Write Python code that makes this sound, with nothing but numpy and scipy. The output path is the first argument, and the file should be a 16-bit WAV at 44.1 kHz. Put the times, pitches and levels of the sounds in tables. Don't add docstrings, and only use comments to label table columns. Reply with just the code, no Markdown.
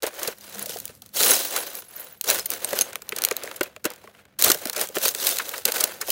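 import sys
import numpy as np
from scipy import signal
from scipy.fft import rfft, irfft
from scipy.io import wavfile

SR = 44100
rng = np.random.default_rng(int(sys.argv[2]) if len(sys.argv) > 2 else 0)


def digitize_waveform(pressure):
    field = np.atleast_2d(pressure).T
    bounded = np.clip(field, -1, 1)
    quanta = np.round(bounded * 32767).astype(np.int16)
    wavfile.write(sys.argv[1], SR, quanta)


def volts_from_decibels(level):
    exponent = np.asarray(level, float) / 20
    return 10 ** exponent


N = 269451

# f/Hz, width/Hz, level/dB
ICE_RESONANCES = [(4100, 440, 3.5), (6400, 810, 2.5), (9750, 170, 3.5), (12200, 470, -1), (16960, 4200, 5)]
# f/Hz, level/dB, t60/s
DRAWER_MODES = [(218, -24.5, 0.1), (347, -7, 0.014), (416.3, -2, 0.039), (477, 0.5, 0.027),
                (601.5, 3.5, 0.034), (623.5, 3, 0.034), (804, 4, 0.0042)]
# start t/s, end t/s, f/Hz, t60/s, level/dB
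FORK_MODES = [(1.76, 2.17, 11090, .04, -27), (1.75, 2.0, 12500, .04, -25), (1.95, 2.2, 14850, .04, -24),
              (1.78, 1.82, 9400, .04, -28), (2.78, 2.87, 6430, .12, -34), (2.8, 2.87, 9880, .1, -36),
              (3.0, 3.09, 11910, .3, -30), (3.0, 3.07, 13150, .12, -29), (3.01, 3.06, 15750, .1, -28),
              (3.03, 3.09, 5050, .2, -33), (3.3, 3.5, 6400, .05, -33), (3.49, 3.6, 6400, .1, -33),
              (3.09, 3.6, 10000, .05, -30), (3.33, 3.6, 13200, .05, -28), (3.95, 4.22, 10700, .02, -27),
              (4.53, 4.61, 13200, .06, -30), (5.66, 6.0, 4650, .03, -32)]
# t/s, level/dB
WALL_GROAN = [
    (.3, -80),
    (.36, -61),
    (.54, -62),
    (.575, -44),
    (.62, -49),
    (.66, -62),
    (.95, -72),
]
GROAN_HZ = 203
# f/Hz, level per Hz/dB
ROOM_SPECTRUM = [(18, -40), (30, -10), (98, 3), (174, -22), (437, -26), (554, -31), (988, -38),
                 (16000, -56)]
ROOM_DB = -69
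MICROPHONE_TOP_HZ = 15800
# t/s, f/Hz, level/dB
PING_EVENTS = [(0.625, 11250.0, -18), (1.222, 15160.0, -16.8), (1.261, 13210.0, -11), (1.307, 10000, -2),
               (1.31, 6410, -6), (1.335, 9350, -10), (1.35, 13210.0, -23.7), (2.646, 8700, -14),
               (3.655, 2530, -34), (5.085, 6440, -14), (4.483, 4100, -14), (2.286, 5750, -14),
               (2.402, 5130, -20.5), (2.461, 13900.0, -19), (2.81, 6400, -5), (2.81, 9860, -9),
               (3.091, 15400, -33), (3.609, 1480, -19), (3.609, 4290, -28), (3.611, 2840, -26),
               (3.632, 13000, -24), (3.565, 10900.0, -31), (3.854, 2700, -24), (4.541, 13210.0, -21),
               (4.812, 9170, -14.5), (6.101, 3030, -19)]
# t/s, level/dB, f/Hz
SLAB_DROPS = [(2.729, -12, 560), (3.61, -10.5, 363), (3.611, -13, 590), (3.611, -24, 970),
              (3.853, -13, 452), (3.858, -13.5, 324), (3.855, -23, 950), (.696, -24, 480), (0.76, -24, 720),
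              (.759, -24, 450), (0.64, -33, 690), (1.022, -43, 740), (4.074, -33.5, 1100),
              (4.087, -39, 660), (4.9, -28, 480), (4.657, -22.5, 280), (4.499, -11, 340), (4.967, -15, 376)]
# t/s, level/dB
DRAWER_PUSH = [
    (0, -79),
    (.75, -52),
    (1.15, -62),
    (2.2, -67),
    (2.33, -54),
    (2.5, -60.5),
    (4.37, -64.5),
    (4.5, -41),
    (4.6, -62),
]
# t of most pressure/s, build-up/s,
# dying/s, grit level/dB, slab weight/dB
FORK_SHOVES = [(0.031, 0.008, 0.06, -34, 1.5), (.068, .012, .035, -35, 0), (0.271, 0.16, 0.07, -32.5, -3),
               (.616, 0.28, 0.11, -38.5, -7.5), (.701, 0.032, 0.18, -35, -11), (.92, 0.27, 0.094, -51, -6),
               (.46, .1, .2, -63, 0), (1.07, 0.13, 0.11, -57, -7.5), (1.165, 0.025, 0.45, -22, -13.5),
               (1.226, 0.045, 0.31, -17, -12.5), (1.335, 0.11, 0.048, -24.5, -8),
               (1.565, 0.13, 0.2, -30.5, -5.5), (1.772, 0.079, 0.087, -42, -7),
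               (2.008, 0.16, 0.21, -46, -3), (2.301, 0.049, 0.13, -21.5, -8.5),
               (2.531, 0.067, 0.098, -35.5, -5.5), (2.809, 0.29, 0.053, -30, -6),
               (2.87, 0.055, 0.2, -47, -0.5), (3.2, 0.17, 0.47, -46.5, 3.5), (3.5, 0.48, 0.18, -48, 0.5),
               (3.64, .03, 0.11, -50, 3.5), (3.858, 0.016, 0.094, -48, 10), (4.04, 0.35, 0.15, -58, 0),
               (4.2, .15, .05, -61, 3), (4.28, .2, .3, -75, 8),
               (4.401, 0.0062, 0.18, -27.5, -9), (4.462, 0.036, 0.13, -23, -7),
              (4.686, 0.16, 0.043, -39.5, -3), (4.818, 0.078, 0.055, -28, -6),
              (4.957, 0.019, 0.096, -31.5, -6.5), (5.056, 0.054, 0.06, -19, -12.5),
              (5.274, .15, 0.16, -23, -12.5), (5.574, .3, 0.098, -37.5, -7), (4.6, .1, .25, -45, -7),
              (5.17, .25, .3, -42, -7), (5.42, .1, .1, -38, -7), (5.68, 0.029, 0.062, -29, -2.5),
              (5.745, 0.014, 0.12, -27, -6.5), (6.007, .006, .06, -40, -3), (4.91, .1, .1, -50, -3),
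              (5.833, 0.12, 0.19, -33.5, -4.5), (6.105, 0.084, .1, -33.5, -10)]
SHOVE_SWING_DB = 20
SHOVE_CURVE = 1.35
DRAWER_FOLLOWS, DRAWER_DB = 1, -1
EDGE_DB, EDGE_PER_WEIGHT = -5.5, 0.33
CHIP_KNOCK_DB, CHIP_MS = -8, 5.5
# t/s, snap level/dB,
# slab level/dB, drawer knock level/dB, length/ms
SLAB_CRACKS = [(.034, -21, -26, -23.5, 20), (.0245, -25, -30, -34, 6), (0.0672, -22.5, -35, -28.5, 15),
               (0.1974, -26, -41, -23.5, 4.3), (.232, -19, -27, -37, 12), (0.2775, -18, -24, -24.5, 20),
               (0.661, -27, -43, -36.5, 22), (0.893, -48, -37, -40, 10),
               (1.0214, -34.5, -44.5, -54, 13), (1.308, -10.5, -36, -23.5, 7),
               (1.5638, -15, -20.5, -41, 20), (2.212, -18, -49, -64, 3.7), (2.2431, -24, -31, -40, 19),
               (2.4598, -26, -65, -43.5, 18), (2.504, -23.5, -69, -58, 7), (2.518, -20, -27, -52, 6),
               (2.6463, -16, -47, -27.5, 4.3), (2.7315, -17.5, -13.5, -22, 4.1),
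               (2.7896, -9, -25, -38, 5.2), (2.8118, -10.5, -22.5, -31, 4.3),
               (2.8193, -12.5, -28, -37, 5.2), (2.9314, -30, -28.5, -38.5, 9.2),
               (2.9568, -15, -19, -36, 2),
               (3.0208, -27, -34, -45.5, 5), (3.092, -20, -35, -37, 3.7),
                   (3.1228, -27.5, -17.5, -25, 7.6), (3.164, -21, -30, -35.5, 13),
                   (3.1865, -17.5, -21, -45, 7.4), (3.2206, -17, -38, -61, 4), (3.2386, -7, -17.5, -53, 2),
                   (3.2501, -3, -30, -35, 2.5), (3.287, -16, -23, -47, 2.4), (3.312, -16, -13, -23, 7.5),
                   (3.3671, -15.5, -24, -44, 3.2), (3.4362, -23.5, -30, -30.5, 8.9),
                   (3.4576, -30, -35, -31, 3.7), (3.5138, -27, -22.5, -45, 1.4),
                   (3.5634, -35, -59, -50, 27), (3.6101, -16, -10, -29, 7), (3.6332, -26, -50, -54, 20),
                   (3.7637, -32, -27, -33.5, 3.1), (3.8442, -23.5, -23, -28.5, 12),
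                   (3.854, -14, -16, -26.5, 12), (4.041, -46, -42, -31, 9.1), (4.392, -21, -26, -37, 24),
                   (4.414, -14, -35, -29, 2.7), (4.424, -7.5, -46, -46, 5.1),
               (4.445, -7.5, -30, -30, 21), (4.5017, -6, -11, -19, 14), (4.518, -5, -19.5, -44, 10),
                 (4.6558, -16.5, -19.5, -19, 7.8), (4.6981, -16.5, -22, -33, 7.5),
                 (4.7323, -25.5, -29.5, -57, 19), (4.7648, -20.5, -22, -28, 27),
                 (4.814, -15.5, -26, -28, 12), (4.889, -29, -42.5, -37.5, 10),
                 (4.9684, -38, -12.5, -17.5, 4.5), (5.082, -14, -45, -44, 5), (5.0887, -15, -28, -39, 10),
                 (5.2703, -12.5, -28, -48, 22), (5.3865, -15, -24, -45, 9), (5.3986, -47, -19.5, -38, 22),
                 (5.4925, -20, -31, -59, 6), (5.539, -34, -23.5, -54, 23), (5.6545, -7, -20, -24.5, 12),
                 (5.721, -15, -31, -60, 9.6), (5.8081, -12, -19.5, -42, 20), (5.8402, -8, -24, -26.5, 10),
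                 (6.0151, -20.5, -22.5, -33, 25), (6.0843, -27, -40, -25, 16),
                 (6.1041, -15.5, -43, -42, 12)]
# t/s, snap level/dB, slab level/dB
SMALL_CHIPS = [(.132, -40, -34), (.142, -36, -40), (.385, -40, -60), (.41, -39, -58), (0.442, -39, -40),
               (0.5478, -30, -36), (0.5943, -29.5, -66), (0.6262, -26, -35), (0.695, -21.5, -32.5),
               (.771, -28, -33), (0.7877, -31, -51), (0.8017, -29.5, -62), (.855, -28.5, -69),
               (.8795, -32, -51), (0.9516, -44, -66), (1.062, -37, -47), (1.0917, -44, -58),
               (1.1624, -25, -35), (1.206, -10.5, -15), (1.2341, -8, -24), (1.316, -11.5, -21),
               (1.3363, -13, -19), (1.6673, -32, -30), (1.753, -27, -49), (1.822, -36, -35),
               (1.9654, -38, -40), (2.278, -16, -23), (2.3018, -7, -30), (2.31, -13, -17),
               (2.388, -21, -22.5), (2.3955, -17, -25), (2.537, -20, -26),
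               (2.708, -25, -33), (3.475, -34, -25), (3.8617, -26, -40), (3.9039, -28.5, -37),
             (3.937, -36, -46), (3.961, -42, -58), (4.0742, -46, -37.5), (4.149, -52, -41.5),
             (4.2534, -48, -42.5), (4.44, -6.5, -17), (4.4647, -18, -12.5), (4.4827, -11.5, -35),
             (4.492, -13, -21), (4.5462, -17.5, -22.5), (4.6724, -23, -33), (4.749, -30, -28),
             (4.78, -20, -26), (4.7962, -22, -34), (4.836, -28, -27), (4.8728, -27.5, -45),
             (4.954, -25, -42), (4.985, -20, -43), (5.055, -15, -14.5), (5.1494, -16, -23.5),
             (5.2912, -14, -38), (5.37, -19.5, -29), (5.5807, -22, -26.5), (5.6792, -19, -20),
             (5.6852, -18, -20), (5.7815, -22, -30), (5.803, -18, -26), (6.0762, -25, -30),
             (6.094, -24, -50)]
# t/s, level/dB, centre f/Hz
SPLINTERS = [(1.1414, -26, 13800), (1.1516, -22, 10000), (1.1804, -18, 6600), (1.2246, -8, 14000),
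             (1.2286, -5, 6000), (1.2595, -8, 8000), (1.2914, -14, 3000), (1.354, -12, 5500),
             (1.4034, -24, 6000), (1.4531, -21, 8640), (1.5254, -21, 3870), (1.73, -27, 13000),
             (1.7684, -24, 12000), (1.7968, -28, 10000), (1.91, -34, 14000), (1.927, -34, 12500),
             (1.9794, -30, 13000), (2.0043, -27, 10000), (2.0358, -31, 12000), (2.0414, -31, 10000),
             (2.0996, -34, 14000), (2.1241, -38, 14000), (2.7834, -15, 9000), (2.8003, -16, 6250),
             (2.8993, -32, 9000), (2.9244, -33, 3000), (3.0682, -40, 5000), (3.112, -32, 13000),
             (3.1374, -32, 12000), (3.1764, -26, 6000), (3.15, -34, 13000), (3.28, -26, 9000),
             (3.3237, -19, 6000), (3.3615, -30, 12000), (3.3937, -32, 3500), (3.4057, -30, 3390),
             (3.4146, -28, 3000), (3.469, -30, 5000), (3.4906, -32, 11000), (3.5399, -28, 8000),
             (3.5938, -36, 7000), (3.659, -38, 3000), (3.918, -27, 8000), (4.0484, -42, 3500),
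             (4.0574, -42, 2230), (4.1784, -48, 2500), (4.199, -47, 2500), (4.2071, -48, 6000),
             (4.389, -20, 9350), (4.3969, -8, 12000), (4.5064, -2, 9000), (4.553, -23, 9000),
             (4.596, -28, 9000), (5.0344, -14, 8000), (5.1104, -22, 6400), (5.1946, -25, 8000),
             (5.2404, -15, 11000), (5.3413, -19, 10000), (5.3622, -16, 6730), (5.446, -25, 7160)]
TICK_WIDTH, TICK_DYING_S, TICK_DB = 1.59, 0.0017, -4.5
# t/s, level/dB
LOW_TINE_PLUCKS = [(1.572, -25), (1.5957, -28), (1.608, -25.5), (1.6586, -47), (1.7519, -35), (1.7676, -33),
                   (1.848, -51), (1.8841, -45), (1.9569, -41), (2.0048, -37), (2.061, -49), (2.0854, -47),
                   (2.1011, -41.5)]
# t/s, level/dB
MID_TINE_PLUCKS = [(1.6633, -38), (1.7241, -47), (1.7523, -32), (1.8486, -55), (1.8833, -55), (1.9297, -47),
                   (1.9561, -39), (1.9945, -45), (2.009, -41), (2.085, -51), (2.1741, -56)]
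# t/s, level/dB
HIGH_TINE_PLUCKS = [(1.5633, -28), (1.5862, -25), (1.6676, -40), (1.7324, -42), (1.7514, -37),
                    (1.7723, -37), (1.7968, -36), (1.8591, -50), (1.9095, -38), (1.962, -27), (1.9973, -37),
                    (2.0128, -37), (2.0427, -36), (2.0836, -43), (2.1245, -40)]
# f/Hz, t60/s, level/dB
TINE_MODES = [(11090, 0.054, -15), (12480, .07, -15), (14850, 0.036, -13)]
CATCH_SHIFT = 9973
CRACK_SHAKE = 0.15
SLIP_LIMIT = 2.5


def rms_one(x):
    return x / np.sqrt(np.mean(x ** 2) + 1e-20)


def in_time(rows):
    s, *columns = np.transpose(rows)
    return [np.interp(np.arange(N) / SR, s, c) for c in columns]


def place(out, s, sound):
    i = round(s * SR)
    out[i:i + len(sound)] += sound[:len(out) - i]


def band(x, low_hz, high_hz):
    sos = signal.butter(2, [low_hz, min(high_hz, .45 * SR)], "band", fs=SR, output="sos")
    return signal.sosfilt(sos, x + 1e-18)


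def ring(x, hz, t60):
    r, w = volts_from_decibels(-60 / (t60 * SR)), 2 * np.pi * hz / SR
    return signal.lfilter([0, np.sin(w)], [1, -2 * r * np.cos(w), r * r], x + 1e-18)


def body(x, modes):
    return sum((-1) ** k * volts_from_decibels(db) * ring(x, hz, t60) for k, (hz, db, t60) in enumerate(modes))


def fractures(per_s, spread_db):
    sizes = volts_from_decibels(spread_db * np.minimum(rng.exponential(1, N), 5)) * rng.choice([-1, 1], N)
    return rms_one(sizes * (rng.random(N) < per_s / SR))


def swell(clicks, rise_s, t60):
    t = np.arange(SR // 8) / SR
    shape = (1 - np.exp(-t / rise_s)) * volts_from_decibels(-60 * t / t60)
    return np.abs(signal.fftconvolve(clicks, shape / shape.max())[:N])


def slips(per_s, spread_db, t60, steady):
    clicks = np.abs(fractures(per_s, spread_db))
    jumps = rms_one(swell(clicks, .0015, t60))
    return rms_one(steady + SLIP_LIMIT * np.tanh(jumps / SLIP_LIMIT))


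def bursts(times, db, lengths_s, fall):
    lead = 500
    out, t = np.zeros(N + 4000), np.arange(-lead, 3500) / SR
    for s, top_db, length in zip(times, db, lengths_s):
        build_up = np.exp(-(t / (0.27 * length)) ** 2)
        shape = np.where(t < 0, build_up, np.exp(-t / (fall * length)))
        place(out, s, volts_from_decibels(top_db) * shape)
    return out[lead:N + lead]


def ice_colour(x):
    for hz, width, db in ICE_RESONANCES:
        b, a = signal.iirpeak(hz, hz / width, fs=SR)
        x = x + (volts_from_decibels(db) - 1) * signal.lfilter(b, a, x)
    return x


def slab_sound(x):
    b, a = signal.iirpeak(1450, 5, fs=SR)
    return 3.0 * band(x + .6 * signal.lfilter(b, a, x), 750, 3000)


def room():
    hz, db = np.transpose(ROOM_SPECTRUM)
    f = np.maximum(np.arange(N // 2 + 1) * SR / N, 1)
    colour = volts_from_decibels(np.interp(np.log(f), np.log(hz), db))
    return rms_one(irfft(rfft(rng.standard_normal(N)) * colour, N)) * volts_from_decibels(ROOM_DB)


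def push_rumble():
    push_db, = in_time(DRAWER_PUSH)
    return rms_one(band(rng.standard_normal(N), 64, 230)) * volts_from_decibels(push_db)


def shoves():
    t, power = np.arange(0, N + 64, 64) / SR, 1e-10
    for s, build_s, die_s, db, weight_db in FORK_SHOVES:
        distance = np.where(t < s, (s - t) / build_s, (t - s) / die_s)
        level_db = db - SHOVE_SWING_DB * distance ** SHOVE_CURVE
        shares_db = np.array([[0], [weight_db], [DRAWER_FOLLOWS * weight_db + DRAWER_DB]])
        power = power + volts_from_decibels(2 * (level_db + shares_db))
    return in_time(np.vstack([t, 10 * np.log10(power)]).T)


def flecks(pressure):
    pitches = np.geomspace(3300, 15600, 22) * rng.uniform(.96, 1.04, 22)
    return rms_one(sum(ring(fractures(per_s=14, spread_db=2.5) * pressure, hz, 0.06) for hz in pitches))


def grit_sound():
    together, out = slips(per_s=260, spread_db=2.0, t60=.016, steady=1.0), 0
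    edges = np.geomspace(2600, 18000, 9)
    for low, high in zip(edges, edges[1:]):
        alone = slips(per_s=60, spread_db=4.5, t60=0.01, steady=1.9)
        out = out + band(fractures(per_s=9100, spread_db=3.5) * alone, low, high)
    return together, rms_one(out * together) + .32 * flecks(together)


def grinding():
    grit_db, slab_db, drawer_db = shoves()
    pressure, shards = grit_sound()
    grains = fractures(per_s=14000, spread_db=4.5) * pressure
    grit = rms_one(ice_colour(shards)) * volts_from_decibels(grit_db + 1.0)
    slab_slips = slips(per_s=69, spread_db=5.5, t60=0.037, steady=2.3)
    slab = rms_one(slab_sound(grains * slab_slips)) * volts_from_decibels(slab_db - 0.5)
    drawer_ring = rms_one(body(grains, DRAWER_MODES))
    drawer_rub = rms_one(band(grains, 252, 1570))
    drawer = rms_one(drawer_ring + 1.04 * drawer_rub) * volts_from_decibels(drawer_db + 3.5)
    return grit + slab + drawer, grains * volts_from_decibels(grit_db)


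def cracks():
    chips = [(s, snap, slab, slab + CHIP_KNOCK_DB, CHIP_MS) for s, snap, slab in SMALL_CHIPS]
    events = SLAB_CRACKS + chips
    s, snap_db, slab_db, knock_db, length_ms = np.transpose(events)
    length = 0.00065 + 0.0004 * np.maximum(length_ms, 1)
    edge_db = EDGE_DB + EDGE_PER_WEIGHT * (snap_db - slab_db)
    breaks = fractures(per_s=22000, spread_db=0.5)
    snap = band(breaks * bursts(s, snap_db + 3.0, length, fall=0.48), 2170, 9260)
    edge = band(breaks * bursts(s, snap_db + edge_db + 5.0, length, fall=0.16), 6840, 15300)
    slab = slab_sound(breaks * bursts(s + 0.00064, slab_db - 4.0, length, fall=0.98))
    knock = body(breaks * bursts(s + 0.00068, knock_db - 15.5, length, fall=0.64), DRAWER_MODES)
    return ice_colour(snap + edge) + slab + knock


def groan():
    level_db, = in_time(WALL_GROAN)
    return np.sin(2 * np.pi * GROAN_HZ * np.arange(N) / SR) * volts_from_decibels(level_db + 3)


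def pings():
    out, t = np.zeros(N), np.arange(2500) / SR
    for s, hz, db in PING_EVENTS:
        envelope = (1 - np.exp(-t / .001)) * volts_from_decibels(db - 60 * t / .03)
        place(out, s, np.sin(2 * np.pi * hz * t) * envelope)
    return out


def thuds():
    out, t = np.zeros(N), np.arange(4000) / SR
    for s, db, hz in SLAB_DROPS:
        envelope = (1 - np.exp(-t / 0.0028)) * volts_from_decibels(db + 5.0 - 60 * t / 0.025)
        place(out, s, np.sin(2 * np.pi * hz * t) * envelope)
    return out


def ticks():
    out, t = np.zeros(N), np.arange(800) / SR
    shape = (1 - np.exp(-t / 0.00035)) * np.exp(-t / TICK_DYING_S)
    for s, db, hz in SPLINTERS:
        hiss = rng.standard_normal(800)
        snap = band(hiss * shape, hz / TICK_WIDTH, hz * TICK_WIDTH)
        place(out, s, snap / np.abs(snap).max() * volts_from_decibels(db + TICK_DB))
    return out


def tines():
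    out = 0
    for plucks, (hz, t60, db) in zip([LOW_TINE_PLUCKS, MID_TINE_PLUCKS, HIGH_TINE_PLUCKS], TINE_MODES):
        s, pluck_db = np.transpose(plucks)
        flicks = bursts(s, pluck_db + db, np.full(len(s), .003), fall=0.63)
        out = out + ring(rng.standard_normal(N) * flicks, hz, t60)
    return out


def fork(scrape):
    t, out = np.arange(N) / SR, 0
    catches = slips(per_s=70, spread_db=3.0, t60=.012, steady=.7)
    for k, (start, end, hz, t60, db) in enumerate(FORK_MODES):
        free = (t > start) * (t < end)
        drive = scrape * np.roll(catches, k * CATCH_SHIFT) * free
        out = out + volts_from_decibels(db) * ring(drive, hz, t60)
    return out


def scene():
    rub, scrape = grinding()
    snaps = cracks()
    ice = rub + snaps + pings() + thuds() + ticks()
    near = ice + push_rumble() + groan() + tines() + fork(scrape + CRACK_SHAKE * snaps)
    t = np.arange(SR // 10) / SR
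    walls = rng.standard_normal(len(t)) * volts_from_decibels(-60 * t / .08 - 44) * (t > .003)
    return (near + signal.fftconvolve(near, walls)[:N] + room())[None]


def band_limit(x):
    return signal.sosfilt(signal.butter(12, 17010, fs=SR, output="sos"), x)


def record(dry):
    fade = np.clip((np.arange(N) / SR - .002) / 0.0022, 0, 1)
    rounded = .7 * np.tanh(dry * fade / .7)
    thin = signal.sosfilt(signal.butter(2, 60, "high", fs=SR, output="sos"), rounded)
    top_cut = signal.ellip(10, .5, 46, MICROPHONE_TOP_HZ, fs=SR, output="sos")
    return band_limit(signal.sosfilt(top_cut, thin))


dry = scene()
out = record(dry)
digitize_waveform(out)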